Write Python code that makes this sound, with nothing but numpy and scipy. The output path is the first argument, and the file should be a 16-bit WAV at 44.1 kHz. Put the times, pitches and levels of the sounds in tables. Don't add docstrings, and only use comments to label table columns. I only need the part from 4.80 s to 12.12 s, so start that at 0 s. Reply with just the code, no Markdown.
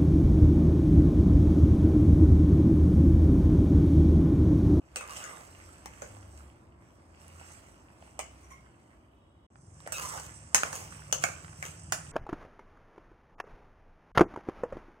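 import sys
import numpy as np
from scipy import signal
from scipy.fft import rfft, irfft
from scipy.io import wavfile
from scipy.ndimage import uniform_filter1d, map_coordinates

SR = 44100
rng = np.random.default_rng(int(sys.argv[2]) if len(sys.argv) > 2 else 0)


def file_out(sig):
    cols = np.atleast_2d(sig).T
    lim = np.clip(cols, -1, 1)
    pcm = np.round(lim * 32767).astype(np.int16)
    wavfile.write(sys.argv[1], SR, pcm)


N = 322638
TIME = np.arange(N) / SR
BREAK_START_S, BREAK_END_S = 4.665, 4.702
LEFT_LAG = 12


# peak t/s, rise time/s, fizz level/dB, fall/dB per s
OIL_SURGES = [(0.38, 0.39, -51.5, 27), (0.85, 0.4, -62, 35), (1.25, 0.6, -58, 45), (1.6, 0.88, -63.5, 65),
              (2.05, 0.24, -73.5, 7), (2.42, 0.17, -63, 31), (2.68, 0.47, -55.5, 46),
              (3.25, 0.44, -65.5, 49), (3.6, 0.69, -66.5, 26), (4.08, 0.63, -77.5, 46.5),
              (5.3, 0.28, -45, 72), (5.799, 0.083, -47, 30), (6.45, 0.091, -45, 87), (6.86, 0.29, -54, 99),
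              (7.14, 0.032, -62, 6)]
SURGE_RISE_DB, CALM_DB = 28, -91
SIMMER_DB = -60


def sizzle_db():
    power = amp(CALM_DB) ** 2
    for s, rise_s, db, fall in OIL_SURGES:
        since_peak = TIME - s
        shape_db = np.minimum(SURGE_RISE_DB * since_peak / rise_s, -fall * since_peak)
        power = power + amp(db + np.minimum(shape_db, 0)) ** 2
    return 10 * np.log10(power)


# f/Hz, level/dB
BUBBLING_SPECTRUM = [(200, -30), (450, -3.5), (750, -2.5), (1150, -4.5), (1550, -3), (2100, -2),
                     (3000, -3.5), (3900, -13), (5000, -5.5), (8000, -76)]
# f/Hz, level/dB
FIZZ_SPECTRUM = [(2500, -57), (4100, -22), (5000, -3.5), (6100, 3.5), (6800, -2.5), (7500, 4), (8300, -8.5),
                 (9200, -9), (10300, -21.5), (12000, -56), (16000, -48)]
# f/Hz, level/dB
SPATTER_SPECTRUM = [(1500, -35), (4000, 2.5), (7000, -4.5), (10500, -8.5), (13000, -2.5), (15500, -5)]
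BUBBLING_DB, BUBBLING_FOLLOWS, BUBBLING_MOST_DB = -58, 0.74, -56.5
SPATTER_DB, SPATTER_FOLLOWS = -68, 0.94
LIVELY_FIZZ_DB, LIVELY_BUBBLING_DB, LIVELY_RISE_S = -56.5, -62, 0.53


def frying():
    t = TIME[:512]
    blips = 0
    for hz in np.geomspace(600, 2700, num=7):
        blip = np.sin(2 * np.pi * hz * t) * np.exp(-t * hz / 1.5) * hz ** .8
        blips = blips + signal.oaconvolve(pops(per_s=90, spread_db=3.4), blip[None], axes=1)[:, :N]
    large = unit(blips) + pops(per_s=2500, spread_db=2)
    small = pops(per_s=3000, spread_db=3.8)
    finest = pops(per_s=1300, spread_db=3.8)

    fizz_db = sizzle_db()
    over_simmer_db = fizz_db - SIMMER_DB
    lively = np.clip((TIME - BREAK_START_S) / LIVELY_RISE_S, 0, 1)
    bubbling_db = np.minimum(BUBBLING_DB + BUBBLING_FOLLOWS * over_simmer_db, BUBBLING_MOST_DB)
    bubbling_gain = np.hypot(amp(bubbling_db), lively ** 2 * amp(LIVELY_BUBBLING_DB))
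    fizz_gain = np.hypot(amp(fizz_db), lively * amp(LIVELY_FIZZ_DB))
    spatter_gain = amp(SPATTER_DB + SPATTER_FOLLOWS * over_simmer_db)

    layers = [(large, BUBBLING_SPECTRUM, bubbling_gain, 1),
              (small, FIZZ_SPECTRUM, fizz_gain, 1.5),
              (finest, SPATTER_SPECTRUM, spatter_gain, 1.6)]
    out = 0
    for bursts, spectrum, gain, lean in layers:
        smeared = scatter(bursts, db=-4, t60=.06)
        in_room = kitchen(smeared, near_db=-11, far_db=-5, near_t60=.03)
        out = out + unit(ports(colour(in_room, spectrum), lean)) * gain
    return flicker(out, depth_db=2.6, per_s=14, count=56)


# t/s, peak level/dB before colouring, f/Hz
WATER_SPITS = [(0.277, -27, 7800), (0.308, -25, 7000), (0.61, -34, 5500), (1.276, -40, 7000),
               (1.576, -36, 6000), (2.481, -32, 8200), (2.72, -34, 7500), (2.743, -39, 10000),
               (4.884, -58, 3300), (5.004, -35.5, 5040), (5.228, -31, 3600), (5.556, -42, 7500),
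               (6.132, -33.5, 2600), (6.652, -48, 3000)]
# f/Hz, level/dB
SPIT_SPECTRUM = [(1000, -30), (2500, -6.5), (9000, -3.5), (15000, -13)]
SPIT_Q = 2
CRACKLES_PER_S, CRACKLE_OVER_FIZZ_DB, CRACKLE_MOST_DB, CRACKLE_HZ = 40, (2, 14), -43, (5500, 9500)


def spits():
    out = np.zeros((2, N))
    when, strength, pitch = rng.random((int(CRACKLES_PER_S * N / SR), 3)).T
    over_fizz_db = np.interp(strength ** 3, [0, 1], CRACKLE_OVER_FIZZ_DB)
    level_db = np.minimum(sizzle_db()[(when * N).astype(int)] + over_fizz_db, CRACKLE_MOST_DB)
    crackles = zip(when * N / SR, level_db, np.interp(pitch, [0, 1], CRACKLE_HZ))
    for s, db, hz in [*WATER_SPITS, *crackles]:
        snap = contact(chatter_db=-4, chatter_t60=0.01)[:, :512]
        tick = signal.lfilter(*signal.iirpeak(hz, SPIT_Q, fs=SR), snap)
        add(out, s, amp(db) * tick / abs(tick).max())
    return ports(colour(scatter(out, db=-8, t60=.05), SPIT_SPECTRUM), lean=0.58)


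# t/s, peak level/dB before the room, f/Hz
LARGE_PLOPS = [(0.571, -38, 1210), (1.368, -41.5, 700), (2.492, -53, 900), (2.613, -40, 865),
               (2.668, -60, 850), (3.102, -46, 880), (3.225, -39.5, 650), (3.276, -47, 900),
               (3.862, -48, 1250), (4.034, -65, 1120), (4.136, -59, 1100), (4.757, -44.5, 790),
               (5.004, -41, 1130), (5.064, -32.5, 550), (6.123, -38, 1250), (6.194, -40.5, 1010),
               (6.22, -40, 1500), (6.646, -36, 1240), (6.681, -39, 1350), (6.731, -40.5, 1197)]
SMALL_PLOPS_PER_S, SMALL_PLOP_DB, SMALL_PLOP_HZ = 8.4, (-54, -55), (684, 1500)


def plops():
    out = np.zeros((2, N))
    when, strength, pitch = rng.random((int(SMALL_PLOPS_PER_S * N / SR), 3)).T
    over_simmer_db = sizzle_db()[(when * N).astype(int)] - SIMMER_DB
    heat_db = np.minimum(BUBBLING_FOLLOWS * over_simmer_db, 0)
    level_db = heat_db + np.interp(strength, [0, 1], SMALL_PLOP_DB)
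    lesser = zip(when * N / SR, level_db, np.interp(pitch, [0, 1], SMALL_PLOP_HZ))
    for s, db, hz in [*LARGE_PLOPS, *lesser]:
        snap = colour(contact(chatter_db=1, chatter_t60=0.013), BUBBLING_SPECTRUM)
        plop = signal.lfilter(*signal.iirpeak(hz, 3, fs=SR), snap) + .05 * snap
        add(out, s, amp(db) * plop / abs(plop).max())
    return ports(kitchen(out, near_db=-10, far_db=-10, near_t60=.04), lean=.9)


# t/s, base level/dB, base f/Hz,
# wall level/dB, wall f/Hz, rim level/dB, rim f/Hz, clink level/dB, bowl f/Hz,
# left minus right/dB before port colour, after-ring level/dB
SPOON_HITS = [(.158,-52.5,540,-53.5,1360,-51.5,2700,-48.5,8300,3.5,-0.5),
              (.167,-55.5,605,-56,1280,-53.5,2510,-54.5,8360,9,0.5),
              (.208,-59.5,597,-54.5,1200,-57,2360,-61,8400,5,0),
              (0.367,-66,824,-71,1400,-61.5,2800,-58,7460,2,4),
              (.438,-65.5,610,-60,1490,-67,2620,-56.5,6470,8,1.5),
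              (1.057,-54.5,880,-57,1750,-72,2830,-57.5,5700,5.5,-2.5),
              (1.219,-51,540,-52,1095,-68,2780,-59,6800,4.5,0),
              (3.39,-49,747,-54,1990,-57,2780,-51.5,8100,4,2),
              (5.073,-49.5,740,-54,1570,-72,2600,-60.5,8550,4,-4),
              (5.12,-55,587,-59,1360,-61.5,2600,-52.5,8300,-5.5,2.5),
              (5.374,-55.5,806,-55,1350,-72,2900,-59,5960,2,0),
              (5.397,-56,690,-65,1126,-71,2800,-57,8240,9,-4),
              (5.7448,-39.5,930,-33.5,1640,-39,2850,-26.5,6700,3.5,-2.5),
              (5.779,-53,785,-45,1270,-48,2770,-47,7660,3,-6),
              (5.832,-41.5,700,-34.5,1296,-42.5,2440,-48,6500,2.5,-10.5),
              (5.927,-52,647,-54.5,1370,-60.5,2600,-53.5,6100,1,0.5),
              (6.3245,-40.5,620,-41.5,1160,-43.5,2990,-35,6560,3,-2.5),
              (6.437,-36.5,653,-34.5,1183,-39.5,2530,-39,6960,0.5,-4),
              (6.486,-51.5,540,-52.5,1170,-64,2500,-58,6860,6,-4),
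              (6.825,-51,750,-45.5,1730,-63,2130,-56,7140,1,-5),
              (7.1208,-44.5,760,-43.5,1545,-50,2830,-38.5,7060,-0.5,0.5)]
# f/Hz, level/dB
KNOCK_SPECTRUM = [(40, -43), (170, -3), (350, -5), (600, 1.5), (900, 4), (1300, -4), (2500, -57)]
# f/Hz, level/dB
BODY_SPECTRUM = [(500, -16.5), (1000, 13), (1400, 2), (2200, 0), (3000, -8), (3900, -33.5), (5000, -14),
                 (8000, -64)]
# f/Hz, level/dB
CLINK_SPECTRUM = [(2000,-55), (4000,-13), (5200,-3.5), (6400,1.5), (8300,-4.5), (10000,-10), (11500,-11),
                  (13000,-15), (15500,-13.5)]
BASE_SPREAD, WALL_SPREAD, RIM_SPREAD = 0.26, 0.17, 0.085
LINGER_DB, BOWL_LINGER_DB, LINGER_T60_S = -10.5, -4.5, 0.2
TAIL_UNEVEN_DB = 2.8


def clinks():
    direct, tail = np.zeros((2, 2, N))
    t = TIME[:SR // 4]
    for (s, base_db, base_hz, wall_db, wall_hz, rim_db, rim_hz,
         clink_db, bowl_hz, pan_db, after_db) in SPOON_HITS:
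        start = s + .0015
        push = contact(chatter_db=-3.0, chatter_t60=0.018)
        base = unit(band(push, base_hz, BASE_SPREAD) + 1.13 * unit(colour(push, KNOCK_SPECTRUM)))
        wall = unit(band(push, wall_hz, WALL_SPREAD) + .5 * unit(colour(push, BODY_SPECTRUM)))
        rim = band(push, rim_hz, RIM_SPREAD)
        bright = colour(contact(chatter_db=4.0, chatter_t60=0.017), CLINK_SPECTRUM)
        bowl = unit(bright + 1.6 * signal.lfilter(*signal.iirpeak(bowl_hz, 12, fs=SR), bright))
        pan_parts = amp(base_db) * base + amp(wall_db) * wall + amp(rim_db) * rim
        side = amp([[pan_db / 2], [-pan_db / 2]])
        blow = side * (pan_parts + amp(clink_db) * bowl)

        parts = [(base_db, base_hz), (wall_db, wall_hz), (rim_db, rim_hz),
                 (clink_db + BOWL_LINGER_DB, bowl_hz)]
        tones = sum(amp(db) * np.sin(2 * np.pi * hz * t) for db, hz in parts)
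        lingering = side * tones * amp(LINGER_DB + after_db - 60 * t / LINGER_T60_S)

        struck = np.pad(blow * amp(after_db), [(0, 0), (0, len(t) - blow.shape[1])])
        rung = ring(struck, ring_db=-16.5)
        echoes = kitchen(rung, near_db=-1.0, far_db=-7.5, near_t60=0.12) - struck
        add(direct, start, blow)
        add(direct, start, lingering)
        add(tail, start, echoes)
    return ports(direct + flicker(tail, TAIL_UNEVEN_DB, per_s=22, count=72), lean=0.93)


# t/s, grinding level/dB,
# contact resonance level/dB, contact f/Hz, rim level/dB, hiss level/dB
SCRAPE_STROKES = [
    [(.18,-55,-60,1250,-63,-66), (.215,-49,-56,1200,-58,-59), (.26,-61.5,-56,1170,-69,-76),
     (.31,-53,-48,1080,-52,-50.5), (.37,-49.5,-59,1240,-50.5,-54), (.44,-52.5,-48.5,1280,-55,-60),
     (.55,-53.5,-57,1000,-65,-67), (.66,-64,-81,1000,-82,-63)],
    [(5.12,-56,-60,1430,-48,-41), (5.155,-67,-56,1370,-47.5,-42), (5.19,-49,-43.5,1100,-47,-42.5),
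     (5.25,-47,-46.5,1050,-55,-43), (5.29,-54,-50.5,1070,-58,-46.5), (5.33,-47,-44.5,1040,-65,-48.5),
     (5.385,-50,-54,990,-53,-50), (5.415,-59,-76,950,-60,-56), (5.47,-60,-73,954,-61,-56)],
    [(5.8,-51,-59,1200,-52,-52), (5.87,-43.5,-46,1000,-59,-48), (5.91,-61,-56,850,-62,-69),
     (5.95,-49,-58,790,-49.5,-42.5), (6.09,-62,-73,791,-75,-66)],
    [(6.412,-64,-63,1150,-66,-63), (6.427,-55,-49,1200,-48,-44), (6.44,-59,-54,1250,-45,-46)],
    [(6.83,-63,-59,1300,-61,-55), (6.855,-46.5,-49,1230,-49.5,-45), (6.91,-70,-74,1150,-65,-64)],
]
# f/Hz, level/dB
GRIND_SPECTRUM = [(150, -18.5), (400, -2), (580, 6.5), (750, 4.5), (1130, 2.5), (1500, -7), (2000, 4),
                  (2900, -14), (3900, -8.5), (6000, -63)]
# t/s, length/s, first f/Hz, last f/Hz, level/dB (sine peak, before ring and room)
EDGE_SQUEALS = [(0.151, 0.084, 2650, 2580, -49), (0.29, 0.057, 1182, 1090, -49.5),
                (0.293, 0.045, 2700, 2840, -53), (0.415, 0.053, 1494, 1427, -53),
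                (0.52, 0.055, 1200, 1090, -57), (5.132, 0.041, 2646, 2572, -40.5),
                (5.136, 0.039, 1465, 1320, -48.5), (5.139, 0.035, 3870, 3800, -50),
                (5.232, 0.031, 1030, 970, -42.5)]
SQUEAL_WAVER = 0.025
SLIPS_PER_S, SLIP_SPREAD_DB = 1000, 3.0
SCRAPE_RIM_HZ, RIM_WIDTH_HZ, CONTACT_WIDTH_HZ = 2500, 810, 500


def scraping():
    out = np.zeros((2, N))
    for stroke in SCRAPE_STROKES:
        at, *columns = np.transpose(stroke)
        t = np.arange(at[0], at[-1], 1 / SR)
        grind_db, contact_db, contact_hz, rim_db, hiss_db = (np.interp(t, at, column) for column in columns)
        slips = unit(scatter(pops(SLIPS_PER_S, SLIP_SPREAD_DB, len(t)), db=-7, t60=.04))
        uneven = flicker(slips, depth_db=4.4, per_s=34, count=56)
        grinding = amp(grind_db) * unit(colour(uneven, GRIND_SPECTRUM))
        hiss = amp(hiss_db) * unit(colour(uneven, CLINK_SPECTRUM))
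        contact_tone = amp(contact_db) * sing(slips, contact_hz, CONTACT_WIDTH_HZ)
        rim_tone = amp(rim_db) * sing(uneven, SCRAPE_RIM_HZ, RIM_WIDTH_HZ)
        add(out, at[0], grinding + hiss + contact_tone + rim_tone)
    for s, length, first_hz, last_hz, db in EDGE_SQUEALS:
        n = round(length * SR)
        waver = unit(uniform_filter1d(rng.standard_normal(n), 90))
        hz = np.linspace(first_hz, last_hz, n) * (1 + SQUEAL_WAVER * waver)
        squeal = np.sin(2 * np.pi * np.cumsum(hz) / SR)
        add(out, s, amp(db) * squeal * signal.windows.tukey(n, .5))
    rung = ring(out, ring_db=-18)
    return ports(kitchen(rung, near_db=-12, far_db=-8, near_t60=0.042), lean=0.6)


# t/s, length/s, level/dB of the touches
SPOON_RATTLES = [(3.613, 0.055, -64), (3.696, 0.036, -53)]
# f/Hz, width/Hz, level/dB
RATTLE_RESONANCES = [(1063, 70, 7), (1970, 75, -2), (2150, 82, 5.5), (3070, 110, -12), (5890, 150, 1.5),
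                     (6800, 370, -9), (8850, 240, -23), (10100, 250, -26)]


def rattling():
    touches = np.zeros((2, N))
    for s, length, db in SPOON_RATTLES:
        n = round(length * SR)
        burst = pops(per_s=1500, spread_db=2, n=n) * signal.windows.tukey(n, .6)
        add(touches, s, amp(db) * burst)
    rung = sum(amp(db) * signal.lfilter(*signal.iirpeak(hz, hz / width, fs=SR), touches)
               for hz, width, db in RATTLE_RESONANCES)
    return ports(kitchen(rung, near_db=11.0, far_db=9.5, near_t60=0.029), lean=0.77)


# start t/s, f/Hz, width/Hz, level/dB
FAINT_TONES = [(3.78,3020,330,-83.5), (4.259,2934,60,-84.5), (4.26,3350,65,-85.5), (4.28,3790,75,-87.5)]


def faint_tones():
    out = np.zeros((2, N))
    for s, hz, width, db in FAINT_TONES:
        t = TIME[:round((BREAK_END_S - s) * SR)]
        tone = sing(rng.standard_normal((2, len(t))), hz, width)
        add(out, s, amp(db) * tone * np.minimum(t / 0.13, 1))
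    return out


# t/s, length/s, f/Hz, level/dB (sine peak)
TRAFFIC_DRONES = [(0, 0.37, 64.3, -59), (0.547, 0.56, 87.8, -54.5), (0.85, 0.56, 63.3, -57),
                  (1.197, 0.41, 100.8, -50.5), (1.3, 0.52, 69.56, -48.5), (2.151, 0.78, 83.1, -54),
                  (3.049, 1.15, 64.65, -57)]
DRONE_WAVER, DRONE_WAVER_S = 0.03, 0.117
# f/Hz, level/dB
EXHAUST_SPECTRUM = [(25, -51), (45, -46), (62, -5), (84, -0.5), (105, 0.5), (125, -9.5), (148, 0.5),
                    (175, -5), (230, -24.5), (400, -28.5), (900, -64), (4000, -100)]
IDLE_HZ, IDLE_SAG_HZ_PER_S = 22.56, 0.98
ENGINE_DB, ENGINE_GROWTH_DB_PER_S, ENGINE_RISE_S = -55, 2, 0.14


def street():
    out = np.zeros((2, N))
    for s, length, hz, db in TRAFFIC_DRONES:
        t = TIME[:round(length * SR)]
        waver = np.interp(t / DRONE_WAVER_S, np.arange(64), rng.uniform(-1, 1, size=64))
        drone = np.sin(2 * np.pi * np.cumsum(hz * (1 + DRONE_WAVER * waver)) / SR)
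        add(out, s, amp(db) * drone * signal.windows.tukey(len(t), .9))
    age = np.maximum(TIME - BREAK_END_S, 0)
    turns = np.cumsum(IDLE_HZ - IDLE_SAG_HZ_PER_S * age) / SR
    firings = np.diff(np.floor(turns), prepend=0) * (1 + 0.12 * rng.standard_normal(N))
    rough = unit(firings) + 0.84 * rng.standard_normal(N)
    exhaust = unit(colour(rough[None], EXHAUST_SPECTRUM, size=8192))
    engine_gain = amp(ENGINE_DB + ENGINE_GROWTH_DB_PER_S * age) * np.minimum(age / ENGINE_RISE_S, 1)
    return out + exhaust * engine_gain


# f/Hz, level/dB
AIR_SPECTRUM = [(15, -59), (25, -35), (47, -4), (70, 3.5), (188, -5.5), (271, -7.5), (332, -4.5),
                (453, -15), (586, -10.5), (800, -14), (1090, -14.5), (1730, -28), (2000, -29.5),
                (2600, -59), (4400, -120)]
# t/s, level/dB
AIR_LEVEL = [(0, -59.5), (0.3, -56.5), (1.4, -55), (1.9, -57.5), (3.5, -57), (4.75, -62), (5.2, -56.5),
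             (7.32, -58)]
# f/Hz, likeness/0-1
AIR_LIKENESS = [(60, 0.99), (130, 0.91), (290, 0.92), (640, 0.23), (1400, 0.054)]


def air():
    hz = np.fft.rfftfreq(N, 1 / SR)
    left, other = rfft(rng.standard_normal((2, N)))
    same = np.clip(read(AIR_LIKENESS, hz), -1, 1)
    right = same * left + np.sqrt(1 - same ** 2) * other
    noise = irfft(np.array([left, right]) * amp(read(AIR_SPECTRUM, hz)), N)
    return unit(noise) * amp(np.interp(TIME, *np.transpose(AIR_LEVEL)))


# f/Hz, level/dB, t60/s
METAL_MODES = [(531, -9, .13), (640, -9, .13), (1174, -12, .12), (1514, -10, .13), (1936, -19, .12),
               (2820, -8, .2), (2160, -3, .17), (2617, -5, .17), (4274, -11, .12), (6302, -9, .2),
               (6556, -2, .15), (6778, -6, .22), (7243, -15, .18), (7704, -3, .26), (7935, -10, .18),
               (8363, -11, .2), (10800, -1, .18), (11590, -10, .1), (13750, -9, .08)]


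def ring(x, ring_db):
    t = TIME[:SR // 5]
    modes = sum(amp(db - 60 * t / t60) * np.sin(2 * np.pi * (hz * t + rng.random((2, 1))))
                for hz, db, t60 in METAL_MODES)
    response = unit(modes) / np.sqrt(len(t))
    return x + amp(ring_db) * signal.fftconvolve(x, response, axes=1)[:, :x.shape[1]]


# f/Hz, t60/s
KITCHEN_DECAY = [(200, 1), (700, 0.37), (2000, 0.47), (6500, 0.38), (10000, 0.3), (16000, 0.16)]


def kitchen(x, near_db, far_db, near_t60):
    t = TIME[:SR // 3]
    near = rng.standard_normal((2, len(t))) * amp(-60 * t / near_t60)
    hz, at, z = signal.stft(rng.standard_normal((2, len(t))), SR, nperseg=256)
    decayed = z * amp(-60 * at / read(KITCHEN_DECAY, hz)[:, None])
    far = signal.istft(decayed, SR, nperseg=256)[1][:, :len(t)]
    far *= np.minimum(t / 0.009, 1)
    echo = (amp(near_db) * unit(near) + amp(far_db) * unit(far)) / np.sqrt(len(t))
    return x + signal.fftconvolve(x, echo, axes=1)[:, :x.shape[1]]


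# f/Hz, left minus right/dB at a lean of 1
PORT_DIFFERENCE = [(100, 2), (400, -3), (700, -5.5), (1150, -10), (2200, -2), (3200, 1.5), (5000, 0.5),
                   (6300, 2), (7200, -2.5), (8300, -24), (9300, -15), (10800, -14.5), (15500, 0.5)]


def ports(x, lean):
    heard = []
    for k, side in enumerate((1, -1)):
        heard.append(colour(x[[k]], [(f, side * lean * db / 2) for f, db in PORT_DIFFERENCE]))
    return np.vstack(heard)


def pops(per_s, spread_db, n=N):
    when, size, sign = rng.random((int(per_s * n / SR) + 1, 3)).T
    size = amp(spread_db * np.minimum(-np.log(1 - size), 5)) * np.sign(sign - .5)
    train = np.bincount((when * n).astype(int), size, n)
    return unit(np.array([np.roll(train, LEFT_LAG), train]))


def contact(chatter_db, chatter_t60):
    t = TIME[:4096]
    push = amp(chatter_db) * unit(rng.standard_normal((2, len(t))) * amp(-60 * t / chatter_t60))
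    push[0, LEFT_LAG] += np.sqrt(len(t))
    push[1, 0] += np.sqrt(len(t))
    return push


def scatter(x, db, t60):
    keep = amp(-60 / (t60 * SR)) ** 2
    energy = signal.lfilter([1 - keep], [1, -keep], x ** 2)
    return x + amp(db) * np.sqrt(energy) * rng.standard_normal(x.shape)


def flicker(x, depth_db, per_s, count=12):
    hz, at, z = signal.stft(x, SR, nperseg=256)
    knots = rng.standard_normal((count + 1, int(at[-1] * per_s) + 2))
    place = np.meshgrid(count * np.sqrt(hz / hz[-1]), at * per_s, indexing="ij")
    z = z * amp(depth_db * map_coordinates(knots, place, order=1))
    return signal.istft(z, SR, nperseg=256)[1][:, :x.shape[1]]


def band(x, hz, spread):
    edges = hz * np.exp([-spread, spread])
    return unit(signal.sosfilt(signal.butter(2, edges, "bandpass", fs=SR, output="sos"), x))


def resonate(x, hz, width):
    turn = np.exp(2j * np.pi * np.cumsum(hz * np.ones(x.shape[1])) / SR)
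    r = np.exp(-np.pi * width / SR)
    return unit((turn * signal.lfilter([1 - r], [1, -r], x / turn)).real)


def sing(x, hz, width):
    return resonate(resonate(x, hz, width), hz, width)


def colour(x, points, size=4096):
    log_gain = np.log(amp(read(points, abs(np.fft.fftfreq(size, 1 / SR)))))
    taps = np.fft.ifft(np.exp(np.conj(signal.hilbert(log_gain)))).real[:size // 2]
    return signal.oaconvolve(x, taps[None], axes=1)[:, :x.shape[1]]


def read(points, hz):
    f, value = np.transpose(points)
    return np.interp(np.log(hz + 1), np.log(f), value)


def amp(db):
    return 10 ** (np.asarray(db) / 20)


def unit(x):
    return x / np.sqrt(np.mean(x ** 2) + 1e-20)


def add(mix, s, sound):
    part = mix[:, max(round(s * SR), 0):][:, :sound.shape[-1]]
    part += sound[..., :part.shape[1]]


def scene():
    oil = frying() + spits() + plops()
    spoon = clinks() + scraping() + rattling()
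    return oil + spoon + faint_tones() + street() + air()


EDGE_HZ = 15850


def record(dry):
    sounding = (TIME < BREAK_START_S) | (TIME > BREAK_END_S)
    live = uniform_filter1d(1. * sounding, 128)
    rounded = .8 * np.tanh(dry / .8)
    lowpass = signal.firwin(511, EDGE_HZ, window=("kaiser", 9), fs=SR)
    return signal.oaconvolve(rounded * live, lowpass[None], "same")


dry = scene()
out = record(dry)
file_out(out)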